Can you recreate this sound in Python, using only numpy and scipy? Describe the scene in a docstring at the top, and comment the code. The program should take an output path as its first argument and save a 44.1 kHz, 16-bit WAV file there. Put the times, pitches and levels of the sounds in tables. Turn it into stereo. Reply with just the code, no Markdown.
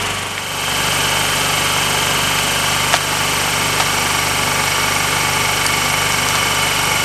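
"""Outdoors, up close to a log splitter, where two electric motors drive hydraulic gear pumps.
A throbbing hiss from beside the motor cross-fades into the working stroke: the wedge sinks into a log,
fibres snap and the wood splits. The pumps hum and whine, worn spots knock once a turn, and oil hisses
through ringing steel housings. A limiter ducks the mix after the big cracks."""
import sys
import numpy as np
from scipy import signal
from scipy.fft import rfft, irfft
from scipy.io import wavfile
from scipy.ndimage import uniform_filter1d, map_coordinates

SR = 44100
rng = np.random.default_rng(int(sys.argv[2]) if len(sys.argv) > 2 else 0)


def wrap_up_sound(samples):
    """Save the sound to the file named by the first command line argument, as 16-bit audio."""
    columns = np.atleast_2d(samples).T
    # keep every value between -1 and 1, then stretch to whole-number steps
    tamed = np.clip(columns, -1, 1)
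    steps = np.round(tamed * 32767).astype(np.int16)
    wavfile.write(sys.argv[1], SR, steps)


N = 310464
T = np.arange(N) / SR
HZ = np.fft.rfftfreq(4096, 1 / SR)

# The main motor's slight waver. Each row: time in seconds, speed in turns a second.
MOTOR_SPEED = [(0.0, 24.354), (0.7, 24.337), (1.3, 24.641), (1.6, 24.317), (1.9, 24.519), (2.5, 24.466),
               (2.8, 24.621), (3.4, 24.477), (4.0, 24.592), (4.3, 24.437), (4.6, 24.584), (7.04, 24.573)]
# Pump tones. Each row: multiple of shaft speed, level in dB with the wedge shallow, then deep.
MAIN_HUM = [(1, -58, -65), (2, -38.5, -38.5), (3, -51, -52), (4, -34, -33), (5, -38, -39.5),
            (6, -33, -33.5), (7, -37.5, -36.5), (8, -41.5, -43), (9, -45, -48), (10, -42.5, -41),
            (11, -40, -39.5), (17, -38, -37.5), (20, -45, -45), (23, -41, -48), (34, -39, -43),
            (36, -36.5, -37)]  # the main pump's growl
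SECOND_HUM = [(5, -55, -42), (6, -56, -48), (10, -52, -46), (20, -50, -43), (30, -44, -45), (40, -42, -42),
              (233, -54, -43), (306, -48, -46)]  # the second pump's hum and singing
CHATTER_TONES = [(35, -37, -34.5), (37, -36, -34.5), (46, -40, -38), (47, -36.5, -32.5), (48, -36.5, -34),
                 (50, -48, -42), (53, -42, -43), (58, -44, -38), (60, -41, -43), (65, -38, -36.5)]  # the ring of the main knock
# The upper whine. Each row: multiple of the second shaft's speed, then level in dB running free,
# in mid stroke and near the bottom.
UPPER_WHINE = [(101, -48, -44, -40), (108, -35, -42, -50), (110, -39, -41, -48), (112, -43, -45, -39),
               (118, -43, -40, -33.5), (120, -32.5, -42, -41), (122, -36, -39.5, -33), (123, -35, -39, -34),
               (126, -36.5, -45, -47), (128, -36.5, -43, -41), (130, -34.5, -42, -45), (132, -35, -41, -47)]
# Worn spots. Each row: place in the turn from 0 to 1, ring in Hz, decay in seconds, level in dB.
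WORN_SPOTS = [(.2, 420, 0.0013, -13), (0.1, 1330, 0.00045, -7.5), (.58, 810, 0.0021, -25),
              (.578, 960, 0.00082, -20), (0.6, 1370, 0.00063, -23.5), (0.6, 960, 0.00095, -17),
              (0.6, 2010, 0.0031, -24)]
# Noise colours inside the pumps. Each row: frequency in Hz, level in dB per Hz.
OIL_CHURN = [(15, -100), (60, -69), (120, -59), (250, -60.5), (340, -60.5), (430, -60), (600, -56),
             (1400, -54), (1850, -58), (2400, -56), (2950, -62.5), (3500, -61.5), (4900, -62), (5700, -66),
             (7000, -69), (9000, -71.5), (11000, -71), (15700, -108)]  # the body of the main pump's noise
TOOTH_BUZZ = [(1200, -89), (2150, -64.5), (2600, -59), (2900, -60), (3150, -62), (3400, -68), (5000, -99),
              (15700, -120)]  # the second pump's teeth buzzing in its housing
OIL_SPRAY = [(3000, -89), (5600, -65.5), (7400, -69), (9000, -68.5), (11000, -78.5), (12000, -69.5),
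             (12600, -73.5), (14000, -77), (15100, -92), (15700, -106)]  # a squirt at each tooth
OIL_GULP = [(4000, -98), (6500, -72.5), (7500, -72), (8300, -68), (9000, -68.5), (9650, -75), (11200, -81),
            (12200, -80), (13600, -75), (14300, -80), (15100, -84), (15700, -106)]  # sizzle for one half of the turn
OIL_REFILL = [(4000, -85.5), (5600, -60.5), (6500, -79.5), (7400, -68.5), (8500, -84.5), (12000, -98),
              (12600, -78), (13500, -100), (15700, -110)]  # its answer in the other half
# Resonances of housings, tank and frame. Each row: centre in Hz, width in Hz, boost in dB with the
# wedge shallow, then deep.
STEEL_RESONANCES = [(295, 70, 2, 2.5), (540, 130, 2, 1), (740, 130, 1.5, 1.5), (870, 110, 2.5, 3.5),
                    (1170, 90, 3, 4), (1610, 70, 6.5, 3), (1760, 60, 1, 4), (2200, 250, 3, 5),
                    (2660, 110, 3.5, 2), (2790, 70, -2, -1), (2890, 80, 6.5, 7), (2985, 50, 7, 7),
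                    (3130, 190, 9.5, 5.5), (4400, 700, 2, 2), (5450, 90, 1, 2.5), (5640, 150, 1.5, 6.5),
                    (6190, 100, 2, 4), (6420, 220, 6, 3), (7440, 130, 9, 9.5), (7800, 130, 7, 5),
                    (8200, 140, 5, 6), (8510, 200, 7, 6), (8960, 220, 7, 7), (9680, 250, 7, 1.5),
                    (10150, 500, -2.5, -2), (10850, 250, 2, 3), (11330, 280, 2, 5), (11700, 220, 3.5, 5),
                    (12070, 280, -3, -4), (12620, 480, 8, 6.5), (13320, 300, 7, 3), (13660, 260, 1, 3.5)]
# Single wood fibres. Each row: start in seconds, level in dB, centre in Hz, spread in octaves,
# decay in seconds.
FIBRE_SNAPS = [(.3792, -10.5, 2350, 0.45, 0.0022), (2.3878, -9, 3480, .8, .0015),
               (2.927, -14, 1800, 1, .003), (2.933, -7.5, 2900, 1.1, .0024), (2.9458, -13, 3500, 1, .0015),
               (2.9525, -13, 4500, .9, .0018), (2.962, -11, 3600, .9, .0025), (2.968, -16, 6000, 1, .003),
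               (3.7994, -11, 4000, 0.7, 0.0017), (4.954, -14, 5500, .46, .0015),
               (5.6647, -4, 7200, 0.5, 0.0012), (5.6652, -10, 4850, .1, .0022),
               (6.1222, -11, 6000, .3, .0017), (6.287, -7, 5600, 0.42, .0016),
               (6.854, -15, 10100, .4, .0015)]
# The log gives way. Each row: start in seconds, crack level in dB, crack centre in Hz, knock level
# in dB, splinter level in dB, tearing time in seconds.
LOG_SPLITS = [(2.9395, 1, 1700, -1.5, -10, .028), (3.8003, -8, 1500, -9, -13, .012),
              (6.3535, -12, 4600, -16, -19, .012)]
# The opening hum beside the motor. Each row: multiple of shaft speed, level in dB.
OPENING_HUM = [(2, -36), (4, -32.5), (5, -35.5), (6, -37.5), (7, -44), (8, -39.5), (9, -41.5), (17, -38),
               (20, -40), (39, -33.5), (47, -35.5)]
# The opening's steady rush and throbbing hiss. Each row: frequency in Hz, level in dB per Hz.
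OPENING_RUSH = [(15, -85), (60, -81), (140, -58), (330, -62), (600, -56.5), (1100, -55.5), (1800, -57.5),
                (3000, -54.5), (3700, -67), (8000, -70), (12000, -78), (15700, -105)]
OPENING_THROB = [(800, -70), (3000, -64.5), (5000, -72), (7200, -66), (10500, -72.5), (12500, -85),
                 (15700, -100)]
# Stereo width. Each row: frequency in Hz, side minus mid in dB.
STEREO_WIDTH = [(60, -65), (180, -63), (350, -30), (700, -18.5), (1400, -53), (2800, -22.5), (5600, -11),
                (9500, -9.5), (13500, -3)]
# The treble's lean to the left. Each row: frequency in Hz, left minus right in dB.
STEREO_LEAN = [(6500, 0), (10000, .6), (13500, 2.6)]

# Stages of the stroke, each a start and a length in seconds: the wedge sinks in, the oil pressure
# builds, the ram nears the bottom.
SINK, PRESS, BOTTOM = (2.1, 2.1), (2.8, 2.4), (4.8, 2.1)


def hum(turns, orders, depth, waver):
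    """A pump drones at multiples of its shaft speed; the balance shifts as the wedge goes in."""
    return sum(tone(turns, k, blend(shallow, deep, depth), waver) for k, shallow, deep in orders)


def whine(main, second, depth, free_db=-35.5, pressed_db=-27.5):
    """Gears sing, pulsing with the main shaft: one note grows with pressure under a shifting cluster."""
    lower = tone(second, order=91, db=blend(free_db, pressed_db, ramp(*PRESS)), waver=0.0048)
    bottom = ramp(*BOTTOM)
    upper = sum(tone(second, k, blend(blend(free, mid, depth), end, bottom), waver=0.015)
                for k, free, mid, end in UPPER_WHINE)
    lower *= swell(main, place=0.68, sharpness=1.15)
    upper *= swell(main, place=0.13, sharpness=0.27)
    return lower + upper


def knocks(turns, uneven_db=3.0, jitter_turns=0.001):
    """Each worn spot strikes once a turn, never quite alike."""
    t, out = T[:SR // 40], np.zeros(N)
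    for place, hz, decay, db in WORN_SPOTS:
        passes = np.floor(turns - place + jitter_turns * wander(25))
        strikes = np.diff(passes, prepend=passes[0]) * gain_of(db + uneven_db * rng.standard_normal(N))
        ring = np.exp(-t / decay) * np.sin(2 * np.pi * hz * t)
        out += signal.oaconvolve(strikes, ring)[:N]
    # small steel parts radiate hardly any bass
    return signal.sosfilt(signal.butter(2, 280, "highpass", fs=SR, output="sos"), out)


def chatter(turns, depth, trim_db=-0.1):
    """The housing rings on after the main knock: its tones line up once a turn in a pitched chatter."""
    return -sum(tone(turns, k, blend(shallow, deep, depth) + trim_db, waver=0.029, crest=0.595)
                for k, shallow, deep in CHATTER_TONES)


def oil(main, second, teeth=10):
    """Oil churns in the main pump; the second buzzes and sprays at each tooth, gulps and refills."""
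    churn = grind(main, repeat=0.13) * swell(main, place=0.55, sharpness=0.14)
    buzz = grind(second, repeat=0.9) * swell(teeth * second, place=0.41, sharpness=0.27)
    buzz *= swell(main, place=0.022, sharpness=0.045)
    spray = grind(second, repeat=0.94) * swell(teeth * second, place=0.29, sharpness=0.51)
    gulp = grind(second, repeat=0.5) * half_turn(second, place=0.64, contrast=2.2)
    refill = grind(second, repeat=0.5) * half_turn(second, place=0.12, contrast=2.2)
    return (hiss(churn, OIL_CHURN) + hiss(buzz, TOOTH_BUZZ) + hiss(spray, OIL_SPRAY)
            + hiss(gulp, OIL_GULP) + hiss(refill, OIL_REFILL))


def housing(flow, depth):
    """Steel resonances colour the oil noise, shifting in strength as the wedge sinks."""
    # countless narrow modes ripple the treble
    ripple_db = 1.5 * rng.standard_normal(len(HZ) // 4)
    shallow_db = deep_db = signal.resample(ripple_db, len(HZ)) * np.clip(HZ / 3000 - 1, 0, 1)
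    for hz, width, shallow, deep in STEEL_RESONANCES:
        bell = 0.5 ** ((2 * (HZ - hz) / width) ** 2)
        shallow_db, deep_db = shallow_db + shallow * bell, deep_db + deep * bell
    return blend(coloured(flow, shallow_db), coloured(flow, deep_db), depth)


def wood(splinter_gap_s=0.0051, splinter_fade_db_per_s=120):
    """Fibres snap singly; a split is a sharp crack, a knock of the log and a tail of splinters."""
    out = np.zeros((2, N))
    for start, db, hz, octaves, decay in FIBRE_SNAPS:
        add(out, start, snap(db, hz, octaves, decay))
    for start, crack_db, crack_hz, knock_db, splinter_db, tear_s in LOG_SPLITS:
        crack = snap(crack_db, crack_hz, octaves=0.84, decay_s=0.0027)
        knock = snap(knock_db, hz=860, octaves=0.55, decay_s=0.0055)
        add(out, start, crack + knock)
        for late in np.arange(0, tear_s, splinter_gap_s):
            onset = start + late + splinter_gap_s * rng.random() / 2
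            db = splinter_db - splinter_fade_db_per_s * late
            add(out, onset, snap(db, hz=1800, octaves=1.5, decay_s=0.0049))
    return out


def snap(db, hz, octaves, decay_s, attack_s=0.000097):
    """Tearing fibres: a band of noise that dies in a few milliseconds."""
    t = T[:SR // 20]
    freqs = np.fft.rfftfreq(len(t), 1 / SR) + 1
    soft_top = 1 / (1 + (freqs / 12500) ** 12)
    band = soft_top * np.exp(-0.5 * (np.log2(freqs / hz) / octaves) ** 2)
    envelope = np.exp(-t / decay_s) * (1 - np.exp(-t / attack_s))
    burst = envelope * irfft(band * np.exp(2j * np.pi * rng.random((2, len(freqs)))), len(t))
    return gain_of(db) * burst * np.linalg.norm(envelope) / np.linalg.norm(burst, axis=1, keepdims=True)


def beside_motor(turns):
    """The opening bed: a deeper hum, a steady rush and a hiss that throbs once a turn."""
    throb = grind(turns, repeat=0.23) * swell(turns, place=0.6, sharpness=0.92)
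    drone = sum(tone(turns, k, db, waver=0.026) for k, db in OPENING_HUM)
    rush = grind(turns, repeat=0.1)
    return drone + hiss(rush, OPENING_RUSH) + hiss(throb, OPENING_THROB)


def stereo_image(mid_side, reflected=0.095):
    """Left and right differ by diffuse sound and by a reflection about a millisecond late."""
    mid, diffuse = mid_side[:1], mid_side[1:]
    reflection = np.roll(mid, SR // 800, axis=1)
    side = np.sqrt(reflected) * reflection + np.sqrt(1 - reflected) * diffuse
    side = coloured(side, spectrum(STEREO_WIDTH))
    # the lean changes levels only, so the bass stays in phase at both ears
    lean = gain_of(np.interp(np.fft.rfftfreq(N, 1 / SR), HZ, spectrum(STEREO_LEAN)) / 2)
    return irfft(rfft(np.vstack([mid + side, mid - side])) * [lean, 1 / lean], N)


def tone(turns, order, db, waver, crest=None):
    """One shaft harmonic, less steady the higher it is; crest sets where in the turn it peaks."""
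    drift = waver * np.sqrt(order)
    place = rng.random() if crest is None else crest
    angle = 2 * np.pi * order * (turns - place) + drift * wander(5.9)
    return np.sqrt(2) * gain_of(db) * (1 + drift * wander(10)) * np.cos(angle)


def grind(turns, repeat):
    """White noise, mid and side, of which a share loops with every turn of the gears."""
    turn_samples = round(N / turns[-1])
    surface = irfft(np.exp(2j * np.pi * rng.random((2, turn_samples // 2))), turn_samples * 8)
    surface /= surface.std()
    loop = surface[:, (turns % 1 * surface.shape[1]).astype(int)]
    return np.sqrt(repeat) * loop + np.sqrt(1 - repeat) * rng.standard_normal((2, N))


def swell(turns, place, sharpness):
    """A tremolo of power 1 that peaks at one place in each cycle."""
    shape = np.exp(sharpness * np.cos(2 * np.pi * (turns - place)))
    return shape / np.sqrt(np.mean(shape ** 2))


def half_turn(turns, place, contrast):
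    """A soft gate of power 1, open for half of each cycle."""
    shape = 1 + np.tanh(contrast * np.cos(2 * np.pi * (turns - place)))
    return shape / np.sqrt(np.mean(shape ** 2))


def wander(rate_hz):
    """A slow random drift of power 1."""
    knots = rng.standard_normal(N // 100)
    return map_coordinates(knots, [T * rate_hz + 2], order=1, mode="wrap") * np.sqrt(3 / 2)


def hiss(noise, points):
    """Shapes white noise of power 1 to a spectrum in dB per Hz."""
    return coloured(noise, spectrum(points) + 10 * np.log10(SR / 2))


def coloured(x, db):
    """A minimum-phase EQ with the given gain at each frequency."""
    cepstrum = irfft(np.log(gain_of(db) + 1e-6))
    half = len(cepstrum) // 2
    cepstrum[1:half] *= 2
    cepstrum[half + 1:] = 0
    impulse = irfft(np.exp(rfft(cepstrum)))
    return signal.oaconvolve(x, impulse[None], axes=1)[:, :x.shape[1]]


def spectrum(points):
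    """An EQ curve through (Hz, dB) points on a log-frequency axis."""
    hz, db = np.transpose(points)
    return np.interp(np.log(HZ + 1), np.log(hz), db)


def ramp(start_s, length_s):
    """A smooth rise from 0 to 1."""
    return np.sin(np.pi / 2 * np.clip((T - start_s) / length_s, 0, 1)) ** 2


def blend(a, b, share):
    """Goes from a to b as the share goes from 0 to 1."""
    return a + (b - a) * share


def gain_of(db):
    """Decibels to amplitude."""
    return 10 ** (np.asarray(db) / 20)


def add(mix, start_s, sound):
    """Drops a sound into the mix at its cue."""
    part = mix[:, round(start_s * SR):][:, :sound.shape[1]]
    part += sound[:, :part.shape[1]]


def scene(lag_shallow_hz=0.327, lag_deep_hz=0.225, load_db=-0.24, fade_out_s=0.57):
    """The opening bed fades out as the pumps fade in; they work through the stroke and the log cracks."""
    depth = ramp(*SINK)
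    speed = np.interp(T, *np.transpose(MOTOR_SPEED))
    # turns made by each shaft; the second runs a little slower, so the pumps beat
    main = np.cumsum(speed) / SR
    second = np.cumsum(speed - blend(lag_shallow_hz, lag_deep_hz, depth)) / SR
    drone = hum(main, MAIN_HUM, depth, waver=0.031) + hum(second, SECOND_HUM, depth, waver=0.0083)
    gears = drone + whine(main, second, depth) + knocks(main) + chatter(main, depth)
    pumps = gain_of(load_db * depth) * (gears + housing(oil(main, second), depth))
    fade_in = blend(gain_of(-11.5), 0.96, ramp(start_s=0.25, length_s=0.73))
    fade_out = np.maximum(1 - T / fade_out_s, 0)
    return stereo_image(fade_in * pumps + fade_out * beside_motor(main) + wood())


def record(dry, threshold_db=-8, recovery_db_per_s=32, slope=0.33, cutoff_hz=15700):
    """A limiter ducks at once and recovers slowly; a soft clipper and a low-pass follow."""
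    power_db = 10 * np.log10(abs(uniform_filter1d((dry ** 2).mean(0), size=90)) + 1e-12)
    release_db = T * recovery_db_per_s
    held_db = np.maximum.accumulate(power_db + release_db) - release_db
    over_db = np.maximum(held_db - threshold_db, 0)
    ducked = dry / gain_of(slope * uniform_filter1d(over_db, size=40))
    rounded = ducked / (1 + ducked ** 8) ** (1 / 8)
    lowpass = signal.firwin(511, cutoff_hz, window=("kaiser", 9), fs=SR)
    return signal.oaconvolve(rounded, lowpass[None], "same")


dry = scene()
out = record(dry)
wrap_up_sound(out)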